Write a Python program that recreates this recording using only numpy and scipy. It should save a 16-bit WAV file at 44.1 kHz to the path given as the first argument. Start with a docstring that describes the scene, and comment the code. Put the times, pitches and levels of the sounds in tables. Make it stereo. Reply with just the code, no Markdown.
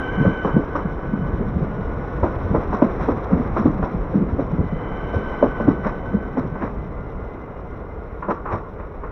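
"""An electric train pulls away, out of doors, close to a microphone beside the track.
From the start its wheels roar on the rails over a deep rumble, the inverters sing and the motors
whine upwards. Four bogies pass in the first six seconds: their wheels clack over the joints and
make the loose track thud. At the end, far off, the last bogie clatters through a set of points."""
import sys
import numpy as np
from scipy import signal
from scipy.fft import rfft, irfft, next_fast_len
from scipy.io import wavfile

SR = 44100
rng = np.random.default_rng(int(sys.argv[2]) if len(sys.argv) > 2 else 0)


def waveform_to_disk(signal):
    """Save audio, clipped to [-1, 1], as 16-bit WAV at the path in sys.argv[1]."""
    frames = np.transpose(np.atleast_2d(signal))
    scaled = np.clip(frames, -1, 1) * 32767
    samples = np.round(scaled).astype(np.int16)
    wavfile.write(sys.argv[1], SR, samples)


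N = 401751


def from_db(db):
    """Amplitude ratio: tenfold for every 20 dB."""
    return 10 ** (np.asarray(db) / 20)


def rms_one(x):
    """Normalisation to an rms of 1."""
    return x / np.sqrt(np.mean(x ** 2) + 1e-20)


def over_hz(points, count=N):
    """Interpolation of a table over log frequency, at every bin of a spectrum."""
    hz, value = np.transpose(points)
    bins = np.fft.rfftfreq(next_fast_len(count), 1 / SR)
    return np.interp(np.log(np.maximum(bins, 1)), np.log(hz), value)


def drift(rate_hz):
    """Random fluctuation: low-passed noise of rms 1."""
    step = 40
    pole = np.exp(-2 * np.pi * step * rate_hz / SR)
    slow = signal.lfilter([1], [1, -2 * pole, pole * pole], rng.standard_normal(N // step + 2002))[2000:]
    return np.interp(np.arange(N) / step, np.arange(len(slow)), rms_one(slow))


# Each row: frequency in Hz, level of the stereo difference relative to the common signal in dB.
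STEREO_SPREAD = [(30, -21.5), (70, -22.5), (150, -34.5), (500, -41.5), (1000, -27.5), (1400, -20.5),
                 (1800, -9), (2200, -5), (3500, -7), (4200, 4), (5500, -3), (7000, -2.5)]

def noise(colour, count=N):
    """Partial coherence: stereo noise of rms 1, alike in the bass and largely unrelated in the treble."""
    size = next_fast_len(count)
    (low, low_db), (high, high_db) = colour[0], colour[-1]
    gain = from_db(over_hz([(low / 2, low_db - 40), *colour, (high * 2, high_db - 60)], count))
    spread = from_db(over_hz(STEREO_SPREAD, count))
    mid, side = rfft(rng.standard_normal((2, size)))
    spectrum = gain / np.hypot(1, spread) * (mid + spread * side * [[1], [-1]])
    return rms_one(irfft(spectrum, size)[:, :count])


def tone(hz, width_hz, rough):
    """Random modulation scatters the rough share of a sine's power into a narrow band."""
    phase = 2 * np.pi * np.cumsum(np.broadcast_to(hz, N)) / SR
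    band = drift(width_hz) * np.cos(phase) + drift(width_hz) * np.sin(phase)
    return np.sqrt(2 * (1 - rough)) * np.cos(phase) + np.sqrt(rough) * band


LEAD_S = .05  # room for an impact to swell before its nominal time

def add(track, time_s, sound):
    """Superposition of an impact, which begins LEAD_S before its time."""
    start = round((time_s - LEAD_S) * SR)
    track[..., start:start + sound.shape[-1]] += sound[..., :N - start]


def blow(t, rise_s, t60, hold=1.66):
    """Impact envelope: a swell around t = 0, a hold that grows with the rise, then exponential decay."""
    swell = (1 + np.tanh(t / rise_s)) / 2
    return swell * from_db(-60 * np.maximum(t - hold * rise_s, 0) / t60)


def travel(t, start_m_per_s=8.45, acceleration_m_per_s2=.37):
    """Uniform acceleration: the metres that the train has covered."""
    return start_m_per_s * t + acceleration_m_per_s2 * t ** 2 / 2


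# Each row: distance to go to the microphone in metres, relative level in dB, that of its hiss in dB.
BOGIES = [(.3, 1.3, .5), (23, -2.5, 0), (29.6, 0, -2.5), (50.4, -1, -2)]
BOGIE_LEVELS = [(place_m, db) for place_m, db, _ in BOGIES]

def passing_db(sources, level_db, reach_m, loss_share):
    """Inverse-square law for passing sources whose powers add; loss_share scales the result in dB."""
    gone_m = travel(np.arange(N) / SR)
    power = sum(from_db(db) ** 2 / (1 + ((gone_m - place_m) / reach_m) ** 2) for place_m, db in sources)
    return level_db + loss_share * 10 * np.log10(power)


def rail_hum(hum_hz=435, width_hz=35):
    """Resonance: rolling keeps the rail's lowest note sounding, and it carries far along the track."""
    level_db = passing_db(BOGIE_LEVELS, level_db=-44, reach_m=8, loss_share=.2)
    band_hz = hum_hz + width_hz * np.arange(-2, 3)
    return from_db(level_db) * noise(list(zip(band_hz, [-15, -3, 0, -4, -12])))


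# The spectrum of shaking track. Each row: frequency in Hz, relative level in dB.
TRACK_COLOUR = [(55, -23.5), (85, -5.5), (120, -2.5), (160, -.5), (220, -4.5), (300, -11.5), (420, -20.5),
                (700, -37.5)]

def loose_track(beyond_m=12.0, jolts_db=3.0):
    """Forced vibration: a little way on, loosely packed track shakes under each bogie in turn."""
    crossings = [(place_m + beyond_m, db) for place_m, db in BOGIE_LEVELS]
    level_db = passing_db(crossings, level_db=-31, reach_m=2.0, loss_share=1)
    return from_db(level_db + jolts_db * drift(25)) * noise(TRACK_COLOUR)


# Switching sidebands. Each row: centre in Hz, width in Hz, relative level in dB.
INVERTER_BANDS = [(1520, 90, 9), (2060, 200, -2.5), (2303, 130, -1.5), (3033, 130, 4)]
# Inverters beside the driven bogies. Each row: distance to go in metres, level of the beam in dB.
INVERTERS = [(-.7, -39.5), (48.9, -45.5)]

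def inverters(beam_m=4.2, spill_db=-10):
    """Directivity: rough bands of switching noise beam out sideways; little spills along the train."""
    hz = np.geomspace(1200, 3800, 300)
    spectrum = sum(from_db(db) ** 2 / (1 + (2 * (hz - centre) / width) ** 4)
                   for centre, width, db in INVERTER_BANDS)
    power = 0
    for place_m, db in INVERTERS:
        off_axis = (travel(np.arange(N) / SR) - place_m) / beam_m
        beam = 1 / (1 + off_axis ** 10)
        spill = from_db(spill_db) ** 2 / (1 + off_axis ** 2)
        power += from_db(db) ** 2 * (beam + spill)
    return np.sqrt(power) * noise(list(zip(hz, 10 * np.log10(spectrum))))


# A whine ends when the drive changes its switching pattern. Each row: start and end in seconds,
# distance to go in metres, first emitted pitch in Hz, climb in Hz per second, level alongside in dB,
# reach in metres, roughness from 0 to 1, throb rate in Hz.
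WHINES = [(0, .58, 1.6, 1518, 26, -32.5, 1.6, .25, 5.4), (0, .5, 2.5, 3012, 60, -53, 2.5, .3, 5.4),
          (.74, 1.6, 2.6, 1530, 18, -35.5, 2.5, .75, 3), (0, 2.2, .3, 1606, 95, -45.5, 2.5, .65, 2.8),
          (1.66, 3.1, 1.1, 1480, 78, -33, 2.5, .25, 2), (4.97, 5.38, 52.3, 1484, 52, -39, 4, .65, 8.6),
          (5.38, 6.25, 48, 1528, 46, -37.5, 6, .35, 5), (6.35, 6.55, 48, 1565, 20, -42, 6, .7, 5),
          (4.55, 8.1, 50.5, 1951, 56, -53, 9, .7, 2.6), (5.8, 6.8, 55, 3125, 0, -64.5, 7, .9, 2),
          (7, 9.11, 51, 1455, 20, -39, 2.5, .55, 1.6)]

def motors(octave_db=-18.5, fade_s=.072, distance_m=4.0, throb_db=1.5, sound_m_per_s=343):
    """Doppler effect: each throbbing whine climbs as the train gains speed and sags as it goes by."""
    out, t = np.zeros(N), np.arange(N) / SR
    for start_s, end_s, place_m, hz, climb, db, reach_m, rough, throb_hz in WHINES:
        receding_m_per_s = np.gradient(np.hypot(travel(t) - place_m, distance_m), t)
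        pitch = (hz + climb * (t - start_s)) / (1 + receding_m_per_s / sound_m_per_s)
        sounding = np.clip(1 + np.minimum(t - start_s, end_s - t) / fade_s, 0, 1)
        throb = throb_db * (1 - rough) * np.cos(2 * np.pi * throb_hz * (t - start_s))
        whine = tone(pitch, width_hz=18, rough=rough)
        octave = from_db(octave_db) * tone(2 * pitch, width_hz=26, rough=rough)
        level_db = passing_db([(place_m, 0)], db, reach_m, loss_share=.8)
        out += sounding * from_db(level_db + throb) * (whine + octave)
    return out


# Spectra of the parts that rolling shakes. Each row: frequency in Hz, relative level in dB.
GROUND_COLOUR = [(12, -18), (22, -2.5), (33, -1.5), (60, -2), (90, -8), (130, -13), (200, -17), (300, -35)]
BOOM_COLOUR = [(170, -14), (280, 0), (350, -1), (460, 1.5), (600, -4), (740, -6.5), (1100, -32)]
ROAR_COLOUR = [(500, -12.5), (780, -3.5), (1050, 1), (1300, -4), (1500, -7.5), (1750, -14.5), (2100, -13.5),
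               (2600, -26), (3600, -46.5)]
HISS_COLOUR = [(1100, -12.5), (1700, 3), (2200, 4.5), (2700, 2), (3600, 4), (4800, -11), (5500, -1.5),
               (6000, -6.5), (6700, -36), (9000, -23.5), (12000, -19.5), (15700, -26)]
# How each part carries. Each row: base level in dB, reach in metres, share of the loss with distance.
CARRY = {"ground": (-29.4, 8, .5), "track": (-34.8, 8, .78), "bogies": (-30.5, 4, .51),
         "wheels": (-34.8, 4, .56), "rails": (-54.6, 3, .58)}

def rolling(chatter_db=1.9, load_db=.8, jolts_db=2.2, heave_db=1.5):
    """Roughness excitation: treads under a shifting load shake ground, track, bogies, wheels, rails."""
    level = {part: passing_db(BOGIE_LEVELS, *CARRY[part])
             for part in ("ground", "track", "bogies", "wheels")}
    hiss_db = passing_db([(place_m, db) for place_m, _, db in BOGIES], *CARRY["rails"])
    load, jolts = load_db * drift(25), jolts_db * drift(25)
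    ground = from_db(level["ground"] + heave_db * drift(6)) * noise(GROUND_COLOUR)
    track = from_db(level["track"] + jolts) * noise(TRACK_COLOUR)
    bogies = from_db(level["bogies"] + load) * noise(BOOM_COLOUR)
    wheels = from_db(level["wheels"] + load) * noise(ROAR_COLOUR)
    rails = from_db(hiss_db + chatter_db * drift(35)) * noise(HISS_COLOUR)
    return ground + track + bogies + wheels + rails


# The spectrum of shaken ballast. Each row: frequency in Hz, relative level in dB.
BALLAST_COLOUR = [(70, -19.5), (130, -1), (200, 1.5), (300, -3.5), (400, -7.5), (700, -27)]
# The track dips under an axle. Each row: time in seconds, relative level in dB, pitch in Hz,
# length as a multiple of the usual swell.
THUDS = [(0.178, -10, 176, 1.3), (0.198, -10, 140, 1.3), (0.262, -11, 100, 1.3), (0.265, -11, 175, 1),
         (0.45, -15, 190, 1), (0.538, -11, 143, 1), (0.563, -.5, 205, .65), (0.851, -15, 184, 1),
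         (1.13, -10.5, 205, 1.1), (1.182, -16, 189, 1), (1.22, -17, 174, 1), (1.328, -12, 66, 1.4),
         (1.398, -15, 219, 1), (1.477, -17, 206, 1), (1.558, -12, 80, 1), (1.56, -15, 189, 1),
         (1.621, -13, 150, 1), (1.785, -18, 180, 1), (2.227, -8, 79, 1), (2.445, -14, 90, 1.4),
         (2.502, -10.5, 80, 1), (2.505, -13, 204, 1), (2.538, -14, 139, 1), (2.575, -14, 77, 1.3),
         (2.738, -15, 208, 1), (2.823, .3, 275, .45), (2.843, -10, 230, .7), (3.01, -15, 170, 1),
         (3.087, -15, 260, 1), (3.12, -15.5, 85, 1.3), (3.326, -5.5, 185, 1.1), (3.343, -14, 78, 1.3),
         (3.396, -14, 240, 1), (3.589, -11, 214, 1.2), (3.648, -12, 91, 1), (3.657, 0, 250, .42),
         (3.674, -13, 270, .8), (3.757, -15, 189, 1), (3.794, -16, 190, 1), (3.829, -12, 71, 1.1),
         (3.939, -16, 185, 1), (4.152, -3.5, 195, .9), (4.176, -9, 160, .8), (4.208, -9.5, 196, 1.1),
         (4.327, -10, 78, 1), (4.39, -12, 269, 1), (4.527, -11, 157, 1), (4.587, -13, 173, 1),
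         (4.593, -8.5, 86, 1), (4.725, -14, 165, 1), (5.155, -11, 80, 1.4), (5.433, -9, 252, 1),
         (5.605, -15, 221, 1), (5.645, -15, 214, 1), (5.675, -14, 88, 1), (5.681, .5, 280, .75),
         (5.86, -16, 200, 1), (6.14, -8.5, 202, 1.4), (6.377, -9, 263, 1), (6.63, -17, 220, 1),
         (8.283, -17, 200, 1.3), (8.53, -14, 100, 1.2)]

def thuds(swing_db=-2, swell_s=.008, grow_s=.0045, settle_s=.0058, shake_db=-16):
    """Damped oscillation: rail and sleeper swing a few cycles on the ballast, which goes on shaking."""
    t = np.arange(SR // 2) / SR - LEAD_S
    swings, shake = np.zeros((2, N))
    for time_s, db, hz, length in THUDS:
        past_peak = t / length - swell_s
        swell = 2 * np.exp(-np.logaddexp(-past_peak / grow_s, past_peak / settle_s))
        add(swings, time_s, from_db(db + swing_db) * swell * -np.sin(2 * np.pi * hz * t))
        add(shake, time_s, length * from_db(db + shake_db) * blow(t, rise_s=.015, t60=.19))
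    return swings + shake * noise(BALLAST_COLOUR)


# Bogie and wheel modes. Each row: frequency in Hz, relative level in dB, time to fall 60 dB in seconds.
WHEEL_MODES = [(314.7, -7, 0.14), (437, -9, .05), (563, -1, 0.054), (862, -9, 0.053), (1016, -0.5, 0.058),
               (1360, -13.5, 0.034), (1450, -14, 0.09)]

def struck_modes(t, rise_s, tuning, knock_db, clang_db, chance, strike_db=8, hard_s=.006):
    """Modal ringing: the shorter the blow, the more strongly it excites bogie and wheel."""
    hz, mode_db, t60 = np.transpose(WHEEL_MODES)[:, :, None]
    after = np.maximum(t, 0)
    level_scatter, pitch_scatter = chance
    is_knock = hz < 900  # low modes knock, high ones clang
    tuned_hz = hz * np.where(is_knock, tuning, 1 + .04 * pitch_scatter)
    level_db = np.where(is_knock, knock_db, clang_db) + strike_db + mode_db + 2 * level_scatter
    modes = from_db(level_db - 60 * after / t60) * np.sin(2 * np.pi * tuned_hz * after)
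    hardness = 1 / (1 + (rise_s / hard_s) ** 2)
    onset = np.tanh(after / .00084) ** 2
    return hardness * onset * (modes[::2].sum(0) - modes[1::2].sum(0))  # modes alternate in sign


# Spectra of the noises of a blow. Each row: frequency in Hz, relative level in dB.
KNOCK_COLOUR = [(130, -22.5), (280, 1.5), (420, -1), (560, 3.5), (700, -3.5), (850, -11.5), (1200, -25)]
CLANG_COLOUR = [(650, -15.5), (900, 1), (1040, 4), (1300, -1.5), (1550, -8.5), (1800, -15), (2100, -19),
                (2500, -26), (3200, -35)]
SCRAPE_COLOUR = [(1100, -12), (1450, 1), (1900, 0), (2250, -5), (2600, -12), (3200, -28)]
RING_COLOUR = [(1500, -12.5), (2200, 2), (2700, 4), (3100, 4), (3800, 7.5), (4800, -7.5), (5550, 7),
               (6100, -4.5), (6800, -26), (10000, -18), (15700, -21)]
# Notes of the rail between sleepers, and of the wheel. Each row: pitch in Hz, relative level in dB.
RAIL_MODES = [(440, -4), (620, -8), (900, -5), (1130, -1), (1390, -6)]
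CHIME_MODES = [(1730, 0), (1900, -5), (2500, -9), (3640, -15), (5450, -21)]
# Kinds of rail gap, from plain joints to points; "crossing" is a wide gap met with a slow blow. Each row: rise
# in seconds, base levels of knock, clang and ring in dB, base decay time in seconds, base levels of singing,
# scrape and chime in dB.
JOINTS = {"stepped": (.004, -16.7, -28.3, -58.5, .22, -47, -54, -58),
          "open": (.004, -23.5, -27.3, -55.5, .25, -44, -47, -53),
          "worn": (.008, -20.5, -37.3, -63, .19, -52, -58, -64),
          "crossing": (.011, -21, -27.3, -53, .24, -44, -39.5, -46),
          "blade": (.0035, -39, -32.5, -78, .26, -42, -48.5, -53)}
# A wheel strikes a gap. Each row: time in seconds, kind of gap, offsets of knock, clang and ring in dB,
# pitch of the knock in Hz.
CLACKS = [(0.250, "stepped", 0, -1, -4, 530), (0.447, "stepped", -3, 1, 0, 520),
          (0.478, "worn", -4, 5, -3, 480), (0.562, "worn", 2, 1, -2, 430),
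          (0.751, "open", -3.5, 1.5, 1, 560), (1.41, "worn", -5, -6, -7, 420),
          (1.628, "worn", -5, -6, -7, 420), (2.231, "stepped", 1, 2, 4, 610),
          (2.547, "stepped", .5, .5, -3, 560), (2.726, "open", 1.5, 1, 4, 660),
          (2.819, "stepped", 0, 0, -1, 590), (3.0, "crossing", -6, -1, 3, 590),
          (3.085, "stepped", .5, -2, -2, 500), (3.308, "worn", -1, 4, -1, 460),
          (3.564, "open", 4, 3.5, 5, 590), (3.653, "worn", -1, 1, 1, 540), (3.826, "open", 1, 1, -1, 640),
          (4.138, "worn", -1, -3, 3, 490), (4.385, "worn", 1, -1, 1, 530),
          (5.137, "stepped", -3, -11, 0, 450), (5.425, "stepped", 5, 4, 4, 590),
          (5.599, "open", .5, -2.5, -5, 560), (5.677, "stepped", -2, -2, 0, 530),
          (5.847, "crossing", -3.5, -2, -3.5, 590), (6.132, "worn", -3.5, -4, -2, 460),
          (6.372, "open", .5, -.5, 0, 540), (6.555, "blade", -2, -5, 0, 560),
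          (6.616, "crossing", -1, -3.5, -5, 520), (8.224, "blade", -3, 3, 3, 560),
          (8.284, "stepped", -4, -1, -2, 600), (8.298, "open", -2, -4.5, -6, 580),
          (8.456, "blade", 2, 5, 6, 560), (8.516, "crossing", -2.5, -1, -3.5, 620),
          (8.795, "blade", 0, -7, -3, 560), (9.034, "blade", 5, -3, 5, 540)]

def clacks(untuned_hz=560, ring_lag_s=.005, sing_rise_s=.012, rattle_db=2.5, sizzle_db=2.0):
    """Impact excitation: the bogie knocks, the wheel clangs, chimes and scrapes, the rail rings on."""
    t = np.arange(SR // 2) / SR - LEAD_S
    strikes, knock = np.zeros(N), np.zeros((2, N))
    clang, ring, sing, scrape, chime = np.zeros((5, N))  # envelopes
    chances = rng.standard_normal((len(CLACKS), 2, len(WHEEL_MODES), 1))
    for (time_s, joint, *offsets_db, knock_hz), chance in zip(CLACKS, chances):
        rise_s, *base_db, t60, sing_db, scrape_db, chime_db = JOINTS[joint]
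        knock_db, clang_db, ring_db = np.add(base_db, offsets_db)
        clang_offset_db = offsets_db[1]
        tuning = knock_hz / untuned_hz
        add(strikes, time_s, struck_modes(t, rise_s, tuning, knock_db, clang_db, chance))
        body = noise([(hz * tuning, db) for hz, db in KNOCK_COLOUR], count=len(t))
        add(knock, time_s, from_db(knock_db - 1) * blow(t, rise_s, .86 * t60) * body)
        add(chime, time_s, from_db(chime_db - 5 + clang_offset_db / 2) * blow(t, rise_s, t60=.3))
        add(clang, time_s, from_db(clang_db + 1) * blow(t, rise_s, .96 * t60))
        add(ring, time_s, from_db(ring_db + 1) * blow(t - ring_lag_s, rise_s + ring_lag_s, .85 * t60))
        add(scrape, time_s, from_db(scrape_db) * blow(t, rise_s, t60))
        add(sing, time_s, from_db(sing_db + clang_offset_db) * blow(t - sing_rise_s, sing_rise_s, t60=.6))
    # loose gear rattles and steel sizzles on steel while the blow dies away
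    rattle, sizzle = from_db(rattle_db * drift(47)), from_db(sizzle_db * drift(150))
    rail_notes = sum(from_db(db) * tone(hz, width_hz=40, rough=1) for hz, db in RAIL_MODES)
    wheel_notes = sum(from_db(db) * tone(hz, width_hz=45, rough=1) for hz, db in CHIME_MODES)
    wheel_noise = clang * noise(CLANG_COLOUR) + scrape * noise(SCRAPE_COLOUR)
    rail_noise = sizzle * ring * noise(RING_COLOUR)
    return strikes + knock + chime * wheel_notes + rattle * (wheel_noise + rail_noise) + sing * rail_notes


def scene():
    """Superposition: the sounds of train and track add in the open air."""
    return rail_hum() + loose_track() + inverters() + motors() + rolling() + thuds() + clacks()


# The microphone's two ports. Each row: frequency in Hz, left level minus right in dB.
PORT_BALANCE = [(100, -.3), (450, -.2), (1100, 1), (1500, 2), (1950, 6), (2400, 4), (2800, 1), (3050, -5),
                (3900, -8), (5500, -6), (9000, -4), (11000, 1)]
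# Each row: frequency in Hz, phase by which the left port lags in radians.
PORT_LAG = [(20, 0), (200, .01), (500, .06), (1000, .15), (2000, .5), (2500, .8), (2800, 1.7), (3350, 3.1),
            (5400, 4)]
# The microphone's own hiss. Each row: frequency in Hz, relative level in dB.
MIC_HISS_COLOUR = [(3000, -0.5), (7000, -3.5), (11000, 1), (15700, -1)]

def record(dry, hiss_db=-83.5, overload=.96, notch_hz=4490, notch_width_hz=800, cutoff_hz=15750):
    """Transduction: two ports colour and delay the sound; hiss, clipping, a notch and a top cut follow."""
    size = next_fast_len(N)
    side = np.array([[1], [-1]]) / 2
    ports = from_db(side * over_hz(PORT_BALANCE)) * np.exp(-1j * side * over_hz(PORT_LAG))
    heard = irfft(rfft(dry, size) * ports, size)[:, :N]
    heard += from_db(hiss_db) * noise(MIC_HISS_COLOUR)
    heard = np.clip(heard, -overload, overload)
    heard = signal.lfilter(*signal.iirnotch(notch_hz, notch_hz / notch_width_hz, fs=SR), heard)
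    return signal.sosfilt(signal.ellip(10, .1, 80, cutoff_hz, fs=SR, output="sos"), heard)


dry = scene()
out = record(dry)
waveform_to_disk(out)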